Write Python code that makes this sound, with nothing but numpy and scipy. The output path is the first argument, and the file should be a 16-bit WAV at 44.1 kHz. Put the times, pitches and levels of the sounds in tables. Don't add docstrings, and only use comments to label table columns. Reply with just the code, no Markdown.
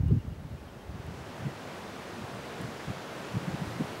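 import sys
import numpy as np
from scipy import signal
from scipy.fft import rfft, irfft
from scipy.io import wavfile
from scipy.ndimage import uniform_filter1d, map_coordinates

SR = 44100
rng = np.random.default_rng(int(sys.argv[2]) if len(sys.argv) > 2 else 0)


def log_audio(samples):
    frames = np.atleast_2d(samples).T
    limited = np.clip(frames, -1, 1)
    pcm = np.round(limited * 32767).astype(np.int16)
    wavfile.write(sys.argv[1], SR, pcm)


N = 176400
TIME = np.arange(N) / SR


def from_db(db):
    return 10 ** (np.asarray(db) / 20)


def at_hz(points, hz):
    where, value = np.transpose(points)
    return np.interp(np.log(hz + 1e-6), np.log(where), value)


def fader(points):
    return np.interp(TIME, *np.transpose(points))


def drift(rate):
    pole = np.exp(-80 * np.pi * rate / SR)
    white = rng.standard_normal(N // 40 + 2002)
    slow = signal.lfilter([1], [1, -2 * pole, pole * pole], white)[2000:]
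    return np.interp(np.arange(N) / 40, np.arange(len(slow)), rms_one(slow))


def rms_one(x):
    return x / np.sqrt(np.mean(x ** 2) + 1e-20)


def noise(colour, unit=1, size=N):
    hz = np.fft.rfftfreq(size, 1 / SR)
    white = rfft(rng.standard_normal(size))
    return rms_one(irfft(white * from_db(at_hz(colour, hz / unit)), size))


# time in seconds, strength in dB.
WIND_STRENGTH = [(0, -60), (.4, -59.5), (.85, -56.5), (1.28, -50.5), (1.7, -48.5), (2.2, -48), (2.8, -47),
                 (3.4, -46), (4, -46.5)]

def wind_db(full_wind_db=-47):
    return fader(WIND_STRENGTH) - full_wind_db


# frequency in Hz, relative level in dB.
RUSH_COLOUR = [(30, -21), (70, -5), (150, 1.5), (400, 0.34), (600, -.5), (900, -3), (1600, -7),
               (2100, -10.5), (3000, -13.5), (6000, -22), (10000, -30), (15500, -38.5)]
# frequency in Hz, dB of swell per dB of wind.
RUSH_SWELL = [(70, 0.4), (160, 0.29), (400, 0.68), (1200, 0.95), (4000, 1.013), (12000, 0.81)]

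def rush(level_db=-41, patchy_db=0.45, patchy_per_s=7, gusty_db=0.2, gusty_per_s=3):
    gust_db = wind_db() + gusty_db * drift(gusty_per_s)
    air = rfft(noise(RUSH_COLOUR))
    hz = np.fft.rfftfreq(N, 1 / SR)
    edges = np.geomspace(20, 18000, 17)
    out = 0
    for low, high in zip(edges, edges[1:]):
        band = irfft(air * ((hz >= low) & (hz < high)), N)
        swell_db = at_hz(RUSH_SWELL, np.sqrt(low * high)) * gust_db
        out += band * from_db(swell_db + patchy_db * drift(patchy_per_s))
    return from_db(level_db) * out


# frequency in Hz, relative level in dB.
SIZZLE_COLOUR = [(1500, -25), (4000, 2), (7000, -0.5), (12000, -2), (15500, -11)]
# time in seconds, level in dB.
SIZZLE_FADE = [(0, -84), (1.6, -72.5), (3.2, -67), (3.9, -61)]

def sizzle():
    return noise(SIZZLE_COLOUR) * from_db(fader(SIZZLE_FADE))


# multiple of its pitch, relative level in dB.
EDDY_COLOUR = [(.15, -34), (.4, -11.5), (.75, 6), (1.2, -.5), (1.8, -10.5), (2.5, -18.5), (4, -53),
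               (8, -83), (20, -120)]
# time in seconds, level in dB that it wavers around.
FLUTTER_FADE = [(0, -42), (.16, -37), (.23, -48.5), (.8, -53.5), (1.05, -46.5), (1.6, -60), (2.4, -55),
                (3.1, -57), (3.55, -43), (4, -51)]

def flutter(full_wind_hz=147, octaves_per_db=0.1, swing_db=3, swings_per_s=18):
    travelled = np.cumsum(2 ** (octaves_per_db * wind_db()))
    turbulence = noise(EDDY_COLOUR, full_wind_hz)
    swings = map_coordinates(turbulence, [travelled], order=1, mode="wrap")
    return swings * from_db(fader(FLUTTER_FADE) + swing_db * drift(swings_per_s))


def eddy(length, hz, spread=0.54, evenness=0.56, size=16384):
    swings = signal.hilbert(noise(EDDY_COLOUR, hz, size=size))
    strength = np.sqrt(uniform_filter1d(abs(swings) ** 2, size=256))
    t = (np.arange(size) - size // 2) / SR
    envelope = np.exp(-.5 * (t / (spread * length)) ** 2)
    thump = swings.real / strength ** evenness * envelope
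    return t, thump * np.sqrt(length * SR / np.sum(thump ** 2))


# middle in seconds, length in seconds, level in dB before trim, pitch in Hz.
THUMPS = [(0.008, 0.013, -21.5, 111), (0.038, 0.0077, -18, 109), (0.061, 0.011, -19, 112),
          (0.088, 0.016, -30, 142), (0.119, 0.025, -17, 150), (0.146, 0.013, -20, 143),
          (0.173, 0.018, -22, 130), (0.25, 0.0069, -33, 128), (0.28, 0.012, -27.5, 129),
          (0.318, 0.025, -33, 110), (0.406, 0.068, -41.5, 115), (0.462, 0.034, -38.5, 120),
          (0.532, 0.036, -34, 103), (0.768, 0.012, -43, 125), (0.905, 0.019, -37, 119),
          (0.953, 0.018, -33.5, 159), (1.0, 0.008, -33, 131), (1.09, 0.043, -35.5, 140),
          (1.185, 0.012, -38, 179), (1.421, 0.044, -38, 127), (1.47, 0.023, -27.5, 162),
          (1.8, 0.015, -42, 143), (2.211, 0.031, -40.5, 208), (2.243, 0.01, -35, 167),
          (2.353, 0.037, -42, 160), (2.612, 0.018, -34.5, 197), (2.647, 0.018, -33.5, 148),
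          (2.688, 0.011, -35.5, 166), (2.882, 0.015, -31.5, 125), (2.902, 0.014, -29.5, 146),
          (2.974, 0.023, -42, 189), (3.354, 0.019, -29.5, 142), (3.372, 0.01, -23, 183),
          (3.441, 0.023, -39.5, 200), (3.485, 0.0089, -25.5, 210), (3.504, 0.01, -35, 175),
          (3.546, 0.014, -28, 169), (3.624, 0.027, -32.5, 183), (3.676, 0.0051, -28.5, 167),
          (3.81, 0.017, -24, 220), (3.846, 0.0072, -33.5, 160)]

def buffets(trim_db=-1.5):
    out = np.zeros(N)
    for middle, length, db, hz in THUMPS:
        t, thump = eddy(length, hz)
        out += from_db(db + trim_db) * np.interp(TIME, middle + t, thump, left=0, right=0)
    return out


# frequency in Hz, relative level in dB.
RUMBLE_COLOUR = [(15, -40), (30, -19), (50, -3), (70, 4), (160, -36), (600, -90)]

def rumble(middle_s=.1, spread_s=0.052, level_db=-32):
    swell = np.exp(-.5 * ((TIME - middle_s) / spread_s) ** 2)
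    return from_db(level_db) * noise(RUMBLE_COLOUR) * swell


# middle in seconds, pitch in Hz, level in dB.
BIRD_NOTES = [(.085, 2840, -61), (.205, 2820, -62), (.325, 2850, -67), (.69, 3130, -63), (.81, 3170, -62)]

def bird(spread_s=.014, waver_hz=69.3):
    waver = waver_hz * drift(280)
    out = 0
    for middle, hz, db in BIRD_NOTES:
        envelope = np.exp(-.5 * ((TIME - middle) / spread_s) ** 2)
        phase = 2 * np.pi * np.cumsum(hz + waver) / SR
        out += from_db(db) * envelope * np.sin(phase)
    return out


# start in seconds, attack level in dB.
TICK_HITS = [(.083, -56), (1.066, -52), (2.615, -44)]
# frequency in Hz, relative level in dB.
TICK_COLOUR = [(2000, -20), (6000, -3), (10000, 4), (15000, -8)]

def ticks(decay_s=0.00093):
    envelope = 0
    for start, db in TICK_HITS:
        envelope += from_db(db) * (TIME >= start) * np.exp(-abs(TIME - start) / decay_s)
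    return noise(TICK_COLOUR) * envelope


def scene():
    return (rush() + sizzle() + flutter() + buffets() + rumble() + bird() + ticks())[None]


# frequency in Hz, relative level in dB.
HISS_COLOUR = [(100, 17.5), (3000, -4), (9000, -11), (12600, -3), (13700, -8), (15500, -27)]

def record(dry, low_cut_hz=55, high_cut_hz=15750, hiss_db=-64.5, whine_hz=15625, whine_db=-82):
    low_cut = signal.butter(2, low_cut_hz, "high", fs=SR, output="sos")
    high_cut = signal.ellip(14, .1, 80, high_cut_hz, fs=SR, output="sos")
    hiss = from_db(hiss_db) * noise(HISS_COLOUR)
    whine = from_db(whine_db) * np.sin(2 * np.pi * whine_hz * TIME)
    return signal.sosfilt(high_cut, signal.sosfilt(low_cut, dry) + hiss + whine)


dry = scene()
out = record(dry)
log_audio(out)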